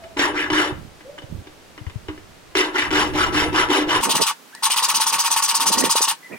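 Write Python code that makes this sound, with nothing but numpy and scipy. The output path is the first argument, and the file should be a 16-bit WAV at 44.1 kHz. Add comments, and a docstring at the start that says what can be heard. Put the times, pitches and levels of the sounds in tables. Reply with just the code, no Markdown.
"""Workshop, stereo ports: first, in slow motion (three times slower and lower), a round file cuts a knife spine.
The blade is held in a vise; strokes, then stray touches and scuffs, then filing again drive its ringing steel.
From 4.01 s the filing runs at full speed, some eight strokes to and fro a second, with a short break, to 6.14 s.
Throughout: drag, tooth chatter and gritty noise, steady background hiss, rumble and bumps on the jostled camera.
A bird, whistling far off, opens and ends the scene. Tables hold playing times, but workshop Hz and decays."""
import sys
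import numpy as np
from scipy import signal
from scipy.fft import rfft, irfft, next_fast_len
from scipy.io import wavfile
from scipy.ndimage import uniform_filter1d

SR = 44100
rng = np.random.default_rng(int(sys.argv[2]) if len(sys.argv) > 2 else 0)


def log_audio(samples):
    """Write samples as a 16-bit WAV file to the path given in sys.argv[1]."""
    # one column per channel
    frames = np.atleast_2d(samples).T
    # limit to full scale, then quantise
    limited = np.clip(frames, -1, 1)
    pcm = np.round(limited * 32767).astype(np.int16)
    wavfile.write(sys.argv[1], SR, pcm)


N = 281358

# turns of the file, push and pull by turns: (time [s], pressure [dB], factor on the tooth rate)
TURNS = [(.163, 1.5, 1.22), (.322, -3.5, 0.98), (.498, 1.4, 1.06), (2.55, 1, 1.8), (2.724, -2.75, .9),
         (2.9, 0.5, 1.08), (3.125, -1.5, 0.61), (3.315, 0, .9), (3.514, -1, 0.66), (3.685, 0.9, 0.67),
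         (3.861, -1, 0.51), (4.018, 0, 0.53), (4.08, -1, 0.67), (4.14, .5, 0.66), (4.198, -1, 0.71),
         (4.252, 0, .7), (4.622, 0, 0.93), (4.692, -0.5, 0.56), (4.755, 0, 0.82), (4.817, -0.5, 1.01),
         (4.876, 0, 0.66), (4.934, 0, 0.9), (4.993, 0, 0.87), (5.056, -0.5, 1.3), (5.117, 0, 0.69),
         (5.177, -0.5, 1.05), (5.237, -.5, .75), (5.297, 0, 1.15), (5.353, -0.5, 0.66), (5.415, -0.5, 1.18),
         (5.472, -0.5, 0.91), (5.535, -0.5, 1.06), (5.592, -0.5, 0.72), (5.652, 0.5, 1.17), (5.71, 0, 1.26),
         (5.77, 0, 1.18), (5.828, -1.5, 0.63), (5.888, 0, 1.06), (5.947, 0, .8), (6.005, 0.5, 1.25),
         (6.066, -1.5, 0.81)]
# spells of filing, each opening with a push, which may reach top speed sooner:
# (end of the spell [s]: the file lifts off, or full speed begins,
#  factor on rise and catch times of that first push, the same for later strokes,
#  grit level [dB], change of grit from start to end of a push [dB])
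FILING_SPELLS = [(.725, .85, .95, -3.5, -5), (4.019, .45, 0.92, 1, -8.5), (4.324, 1, 1.1, 2, -8),
                 (6.14, .9, .95, 1, -1.5)]
# each direction: (share of the stroke before top speed, tooth rate there before the stroke's factor [Hz],
#  glide over the stroke [octaves], drag level [dB], chatter level [dB], grit level [dB])
PUSH_STROKE = (0.3981, 4298, -1.87, -5.5, -17.5, -3)
PULL_STROKE = (0.42, 6400.5, 0.62, -6.5, -14.5, -4.5)
# the file touches the blade: (time [s], level [dB], brightness [Hz])
BLADE_TOUCHES = [(0.038, -18, 5500), (0.17, -5.5, 9050), (0.193, 0, 14100), (.502, 1, 14200),
                 (1.185, -16, 16000), (1.221, -21, 9000), (1.47, -20, 9050), (1.778, -17.5, 7000),
                 (1.866, -19, 7000), (1.898, -19, 12100), (2.084, -4.5, 2330), (2.177, -24, 9000),
                 (2.553, 2, 25500), (2.911, -8, 21770), (4.55, -11.5, 20000)]
# resonances of blade, file and vise, standing on the broad colour below:
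# (frequency [Hz], width [Hz], left height [dB], right height [dB])
STEEL_MODES = [(917, 54.4, 13, 13), (1113, 109, 9.5, 8), (1847, 180, 11, 6), (2926, 65, 4.5, 8.5),
               (4004, 180, 7.5, -3.7), (4950, 990, 5.5, 3.5), (6090, 173, 8.5, 7.5), (7930, 97, 8.5, 3.5),
               (8670, 580, -3, 13.5), (8890, 540, 18, -6.5), (9084, 104, -23, 11.5),
               (10730, 250, 6.5, 13.5), (11190, 180, 13.5, 12.5), (17000, 350, 10.5, 8),
               (19200, 1700, -0.5, -1.2), (19200, 770, 7.5, -2), (22000, 900, 9, 17.5), (23100, 510, 9, 12),
               (24300, 160, 22, 5), (27600, 1500, 7.5, 11), (28300, 190, 27, 18), (31000, 580, 13, -18),
               (32300, 1200, 5, 6), (34000, 470, -27, 19.5), (39100, 2400, 15, -0.5), (39700, 2527, 5, 8),
               (44100, 1300, -15, 23), (44750, 980, -14, 17)]
# broad colour of the steel, direct and reflected sound together: (frequency [Hz], level [dB])
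STEEL_COLOUR = [(130.0, -17), (300.0, -29), (680.0, -19.5), (850.0, -3), (1300.0, -5), (1900.0, -16),
                (2600.0, -6.5), (5000.0, -8), (8000.0, -8), (12000.0, -16.5), (16000.0, -16),
                (25000.0, -34.5), (36000.0, -38.5), (46000.0, -62.5)]
# phase lead of the left microphone port: (frequency [Hz], lead [rad])
LEFT_LEAD = [(700, -0.5), (3200, 0.6), (4000, 2), (5600, 1.47), (7000, 1.6), (8300, 3), (9800, -0.5),
             (11000, 3.5), (12500, 7.5), (15000, 8), (20000, 8.5)]
# workshop reflections against the direct sound: (frequency [Hz], level [dB])
REFLECTIONS = [(900, -28.5), (1150, -20), (1500, -0.5), (2700, -9), (4000, -6), (9000, -10.5),
               (20000, -27.5)]
# bumps on the camera: (time [s], level [dB], frequency [Hz], left minus right [dB])
CAMERA_BUMPS = [(0.52, -27, 388, -14), (.721, -25, 390, -24.5), (1.238, -32, 346, -22),
                (1.323, -22.5, 490, -29), (1.346, -25, 334, -13), (1.387, -26.5, 278, -7),
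                (1.812, -29.5, 332, 23), (1.867, -22, 254, 20), (1.957, -21, 337, 21),
                (2.086, -28.5, 258, -20), (4.2, -21, 358, -21), (4.214, -17, 506, -27),
                (5.774, -20, 224, -19), (5.839, -12, 410, -30), (5.954, -15.5, 527, -6),
                (6.006, -19.5, 440, -7)]
# hands shake bench and camera, before the common rumble gain: (start time [s], length [s], level [dB])
RUMBLE_SWELLS = [(0.004, 1, -44.5), (0.698, 0.2, -36), (1.283, 0.15, -35), (1.8, 0.57, -47.5),
                 (2.799, 0.94, -31.5), (3.802, 0.37, -34.5), (4.052, 0.069, -23.5), (4.137, 0.034, -25),
                 (4.186, 0.044, -21.5), (4.922, 0.091, -42), (5.115, 0.061, -40.5), (5.57, 0.35, -34),
                 (5.694, 0.024, -26.5), (5.746, 0.15, -24.5), (6.294, 0.075, -33.5)]
# colour of the rumble before its level is evened out: (frequency [Hz], level [dB])
RUMBLE_SPECTRUM = [(50, 1), (110, -2), (230, 3.5), (450, 0), (700, -5.5), (1200, -12), (3000, -42)]
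# bird chirps, before the direct and echo gains and the random flicker:
# (start time [s], end time [s], first pitch [Hz], last pitch [Hz], level [dB])
BIRD_CHIRPS = [(0, 0.083, 2090, 1950, -38.5), (1.037, 1.191, 1306, 1808, -42),
               (4.524, 4.589, 1300, 1900, -42), (5.765, 5.793, 1736, 1934, -33),
               (5.82, 5.845, 1850, 1970, -33), (6.226, 6.278, 1945, 2020, -42),
               (6.304, 6.354, 1710, 1964, -42.5), (6.322, 6.353, 2430, 2400, -39.5)]
# steady background hiss: (frequency [Hz], level [dB])
HISS_SPECTRUM = [(60, -39), (130, -47), (260, -48.5), (1000, -34), (3000, -39.5), (8000, -44.5),
                 (15000, -48.5), (25000, -53), (46000, -62)]

SLOW, CUT_S = 3, 4.01  # slow-motion factor, and the playing time at which it ends
FINE = SLOW * SR  # the scene is built at this rate [Hz], so that slow motion still has treble
CUT = round(CUT_S * SR)
SIZE = CUT + SLOW * (N - CUT)
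BASS_CUT_HZ, EDGE_HZ = 149, 16000  # bass cut at full speed; upper band limit of the whole

FOLLOW_S = .006  # a stroke runs on this long into the next
GRIT_EXTRA = 0.8  # dB per dB beyond the pressure itself: a light stroke skates, a heavy one cuts
SNAGS_PER_S, SNAGS_DB = 110, -11  # burrs that catch in the teeth, strongest early in a stroke
CATCH_S, SKID_DB = .011, -2.5  # after a turn the file skids about this long, softer, until the teeth catch
DRAG_POWER, DRAG_EASE_DB = 0.85, -3  # drag grows with speed to this power, and eases once the file runs freely
SHOVE_DB, SHOVE_S, SHOVE_HZ = -0.5, 0.0083, 1090  # short dull shove about the catch: level, decay, low-pass
CHATTER_POWER = 1.58  # chatter grows with speed to this power
FLUTTER_DB, FLUTTER_HZ = 2.8, 420  # rows of teeth catch and let go: greatest swing, changes a second
TOUCH_S, TOUCH_HZ, DULL_SLOPE = 0.002, 10000, 0.56  # decay at this brightness; duller touches last longer
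# faint scuffs while the file is set to the next notch: from and to [s], rate, middle level
SEEK_FROM_S, SEEK_TO_S, SCUFFS_PER_S, SCUFFS_DB = 1, 1.2, 11, -20.5
BUMP_CYCLES = 0.53  # a bump swells for this part of a cycle
SWELL_ARCH = 0.52  # each rumble swell is half a sine wave to this power
RESTING_DB = -53  # rumble between the swells, before the common gain


def filing(side_db=-9.5, side_hz=2000):
    """All strokes and touches drive the same steel; the sliding contact sends each port different treble."""
    force = to_and_fro()
    side = gain_of(side_db) * passed(to_and_fro(), side_hz, "high", order=2)
    sliding = patchy(np.array([force + side, force - side]))
    return steel(sliding + landings())


def to_and_fro():
    """In each spell pushes and pulls alternate; each lasts until the next turn or the end of the spell."""
    force, begin = np.zeros(SIZE), 0
    for spell_end, first_lean, lean, spell_db, ease_db in FILING_SPELLS:
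        rows = [row for row in TURNS if begin < row[0] + .02 < spell_end]
        ends = [row[0] for row in rows[1:]] + [spell_end]
        for k, ((start, pressure_db, pace), end) in enumerate(zip(rows, ends)):
            count = index(end) - index(start) + int(FOLLOW_S * FINE)
            direction = (0, *PULL_STROKE) if k % 2 else (ease_db, *PUSH_STROKE)
            add(force, start, stroke(count, pressure_db, pace, lean if k else first_lean, spell_db, *direction))
        begin = spell_end
    return force


def stroke(count, pressure_db, pace, lean, spell_db, ease_db,
           peak, tooth_hz, glide, drag_db, chatter_db, grit_db):
    """The file skids, catches, speeds up and stops: dull drag, tooth-rate chatter, bright grit and snags."""
    u, t = np.linspace(0, 1, count), np.arange(count) / FINE
    peak = np.clip(peak * lean, .1, .9)
    speed = np.maximum(np.sin(np.pi * u ** (np.log(.5) / np.log(peak))), 0)

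    teeth = np.cumsum(tooth_hz * pace * speed * 2 ** (glide * (u - peak))) / FINE  # teeth passed so far
    knots = rng.standard_normal((2, 2000))
    # the bite changes at random every tooth or two, and as the hand shakes
    bite = np.interp(teeth / 1.5 + 900 * t, np.arange(knots.shape[1]), knots[0] + 1j * knots[1])
    chatter = 1.276 * (bite * np.exp(2j * np.pi * teeth)).real * speed ** CHATTER_POWER

    drag = passed(chips(count), 3080, "low", order=2)
    drag = drag * speed ** DRAG_POWER * gain_of(DRAG_EASE_DB * speed ** 2)

    grit = passed(chips(count), 4570, "high") * speed ** 2
    burrs = np.sqrt(FINE / SNAGS_PER_S) * (rng.random(count) < SNAGS_PER_S / FINE)
    snags = gain_of(SNAGS_DB) * burrs * np.sqrt(speed) * (1 - u)
    cutting_db = grit_db + spell_db + ease_db * u + GRIT_EXTRA * pressure_db
    cutting = gain_of(cutting_db) * (grit + snags)

    caught = t - CATCH_S * lean  # time since the teeth caught
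    shove = passed(chips(count), SHOVE_HZ, "low", order=2) * np.exp(-abs(caught) / SHOVE_S)
    force = gain_of(drag_db) * drag + gain_of(chatter_db) * chatter + cutting
    force = force * gain_of(SKID_DB * (caught < 0)) + gain_of(SHOVE_DB) * shove
    pressure = gain_of(pressure_db) * (1 - np.exp(-t / 0.00074))  # the teeth take a moment to dig in
    flutter = gain_of(FLUTTER_DB * np.tanh(wander(count, hz=FLUTTER_HZ)))
    return force * pressure * flutter


def chips(count, per_s=30000, spread_db=2.5):
    """Tiny fractures of uneven size and random sign, at unit power."""
    size = gain_of(spread_db * np.minimum(rng.exponential(1, count), 4)) * rng.choice([-1, 1], count)
    x = size * (rng.random(count) < per_s / FINE)
    return x / np.sqrt(np.mean(x ** 2) + 1e-12)


def patchy(x, patchy_db=2.5):
    """The contact point slides, so the steel is driven in shifting patches of frequency."""
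    z = signal.stft(x, nperseg=512)[2]
    patches = rng.standard_normal(z.shape[1:])
    patches = uniform_filter1d(patches, size=4, axis=0)  # across frequency
    patches = uniform_filter1d(patches, size=3, axis=1)  # across time
    gain = gain_of(patchy_db * np.minimum(patches / patches.std(), 1.5))
    return signal.istft(z * gain / np.sqrt(np.mean(gain ** 2)), nperseg=512)[1][:, :SIZE]


def landings(spread_db=11.5, scuff_hz=7000):
    """The clear touches, and faint scuffs at random while the file seeks the next notch."""
    force = np.zeros(SIZE)
    for s, db, bright_hz in BLADE_TOUCHES:
        add(force, s, touch(db, bright_hz))
    length = SEEK_TO_S - SEEK_FROM_S
    for place, size in rng.random((int(SCUFFS_PER_S * length), 2)):
        db = SCUFFS_DB + spread_db * (2 * size - 1)
        add(force, SEEK_FROM_S + place * length, touch(db, scuff_hz))
    return force


def touch(db, bright_hz):
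    """Steel lands on steel with a very short crunch: decaying noise, longer when duller."""
    t = np.arange(FINE // 20) / FINE
    decay = TOUCH_S * (TOUCH_HZ / bright_hz) ** DULL_SLOPE
    crunch = rng.standard_normal(len(t)) * np.exp(-t / decay)
    return gain_of(db) * passed(crunch, bright_hz, "low")


def steel(force, size=16384):
    """The clamped blade rings with its modes, and reaches both ports directly and off the walls."""
    hz = np.fft.rfftfreq(size, 1 / FINE)
    db = read(STEEL_COLOUR, hz)
    for f, width, left, right in STEEL_MODES:
        db = db + np.array([[left], [right]]) / (1 + (2 * (hz - f) / width) ** 2)
    db = db - 10 * np.log10(1 + gain_of(read(REFLECTIONS, hz)) ** 2)  # leaves room for the reflections
    log_gain = np.log(gain_of(np.hstack([db, db[:, -2:0:-1]])))
    body = np.exp(np.conj(signal.hilbert(log_gain)))[:, :len(hz)]  # causal: it rings after each blow
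    body[1] *= np.exp(-1j * read(LEFT_LEAD, hz))
    early = size // 64  # margin for sound that the port lead brings forward
    ring = np.roll(irfft(body), early, axis=1)[:, :size // 2]
    direct = signal.oaconvolve(force, ring, axes=1)[:, early:early + SIZE]
    walls = shaped(room(t60=0.12), REFLECTIONS)
    return direct + signal.oaconvolve(direct, walls, axes=1)[:, :SIZE]


def room(t60, count=FINE // 3):
    """Sparse decaying reflections of random sign, different at each port, with energy 1."""
    t = np.arange(count) / FINE
    taps = rng.choice([-1, 1], (2, count)) * (rng.random((2, count)) < 4000 / FINE) * (t > .002)
    taps = taps * gain_of(-60 * t / t60)
    return taps / np.linalg.norm(taps, axis=1, keepdims=True)


def handling(rumble_db=-1.0, pan_db=-8.0, shared=0.72):
    """Hands on bench and camera: swells of low noise, and soft damped bumps nearer to one port."""
    power = np.full(SIZE, gain_of(RESTING_DB) ** 2)
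    for start, length, db in RUMBLE_SWELLS:
        u = np.linspace(0, 1, index(start + length) - index(start))
        arch = abs(np.sin(np.pi * u)) ** SWELL_ARCH
        add(power, start, (gain_of(db) * arch) ** 2)
    noise = rng.standard_normal((3, SIZE))
    noise = shaped(noise[:2] + shared * noise[2], RUMBLE_SPECTRUM)
    out = gain_of(rumble_db) * ports(pan_db) * noise / noise.std() * np.sqrt(power)
    t = np.arange(FINE // 20) / FINE
    for s, db, hz, side_db in CAMERA_BUMPS:
        swell = t * hz / BUMP_CYCLES
        bump = gain_of(db) * swell * np.exp(1 - swell) * np.sin(2 * np.pi * hz * t)
        for port, gain in zip(out, ports(side_db)):
            add(port, s, gain * bump)
    return out


def bird(direct_db=1.0, echo_db=0.0, waver=0.046):
    """Far off: short rough whistles, gliding and mostly rising, blurred by room echoes."""
    song = np.zeros(SIZE)
    for start, end, first_hz, last_hz, db in BIRD_CHIRPS:
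        u = np.linspace(0, 1, index(end) - index(start))
        glide_hz = last_hz + (first_hz - last_hz) * (1 - u) ** 3
        hz = glide_hz * (1 + waver * wander(len(u), hz=960))
        level = gain_of(db + 4.8 * wander(len(u), hz=300)) * np.sqrt(abs(np.sin(np.pi * u)))
        add(song, start, level * np.sin(2 * np.pi * np.cumsum(hz) / FINE))
    echo = signal.oaconvolve(song[None], room(t60=0.44), axes=1)[:, :SIZE]
    return gain_of(direct_db) * song + gain_of(echo_db) * echo


def hiss(shared=0.53):
    """Quiet coloured background noise, partly common to both ports."""
    noise = rng.standard_normal((3, SIZE))
    return shaped((noise[:2] + shared * noise[2]) / np.hypot(1, shared), HISS_SPECTRUM)


def ports(pan_db):
    """Left and right gains with a mean of 1."""
    gains = gain_of([[pan_db / 2], [-pan_db / 2]])
    return gains / gains.mean()


def gain_of(db):
    """Decibels to amplitude."""
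    return 10 ** (np.asarray(db) / 20)


def read(points, hz):
    """A spectrum's value, on a log-frequency axis."""
    f, value = np.transpose(points)
    return np.interp(np.log(hz + 1), np.log(f + 1), value)


def index(s):
    """Playing time to sample number of the finely sampled scene."""
    stretched = s + (SLOW - 1) * np.maximum(s - CUT_S, 0)
    return np.round(SR * np.maximum(stretched, 0)).astype(int)


def add(mix, s, sound):
    """Mixes a sound in at playing time s."""
    part = mix[index(s):][:len(sound)]
    part += sound[:len(part)]


def shaped(x, points):
    """Colours x by a spectrum of (frequency [Hz], level [dB])."""
    size = next_fast_len(x.shape[-1], True)
    gain = gain_of(read(points, np.fft.rfftfreq(size, 1 / FINE)))
    return irfft(rfft(x, size) * gain, size)[..., :x.shape[-1]]


def passed(x, hz, kind, order=1):
    """Gentle low-pass or high-pass."""
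    return signal.lfilter(*signal.butter(order, min(hz, SR), kind, fs=FINE), x)


def wander(count, hz):
    """Random line of about unit size that heads for a new value hz times a second."""
    at = np.arange(count) * hz / FINE
    return np.interp(at, np.arange(count), rng.standard_normal(count))


def scene():
    """Every fine sample is played in slow motion; then the rate drops to a third, with less bass."""
    fine = filing() + handling() + bird() + hiss()
    full_speed = passed(fine[:, CUT:], BASS_CUT_HZ, "high", order=3)
    full_speed = signal.resample_poly(full_speed, 1, SLOW, axis=1)
    return np.hstack([fine[:, :CUT], full_speed])[:, :N]


def record(dry):
    """The microphone chain: a hard ceiling on peaks, then an upper band limit."""
    dry = np.clip(dry, -.8, .8)
    low_pass = signal.firwin(255, EDGE_HZ, window=("kaiser", 9), fs=SR)
    return signal.oaconvolve(dry, low_pass[None], "same")


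dry = scene()
out = record(dry)
log_audio(out)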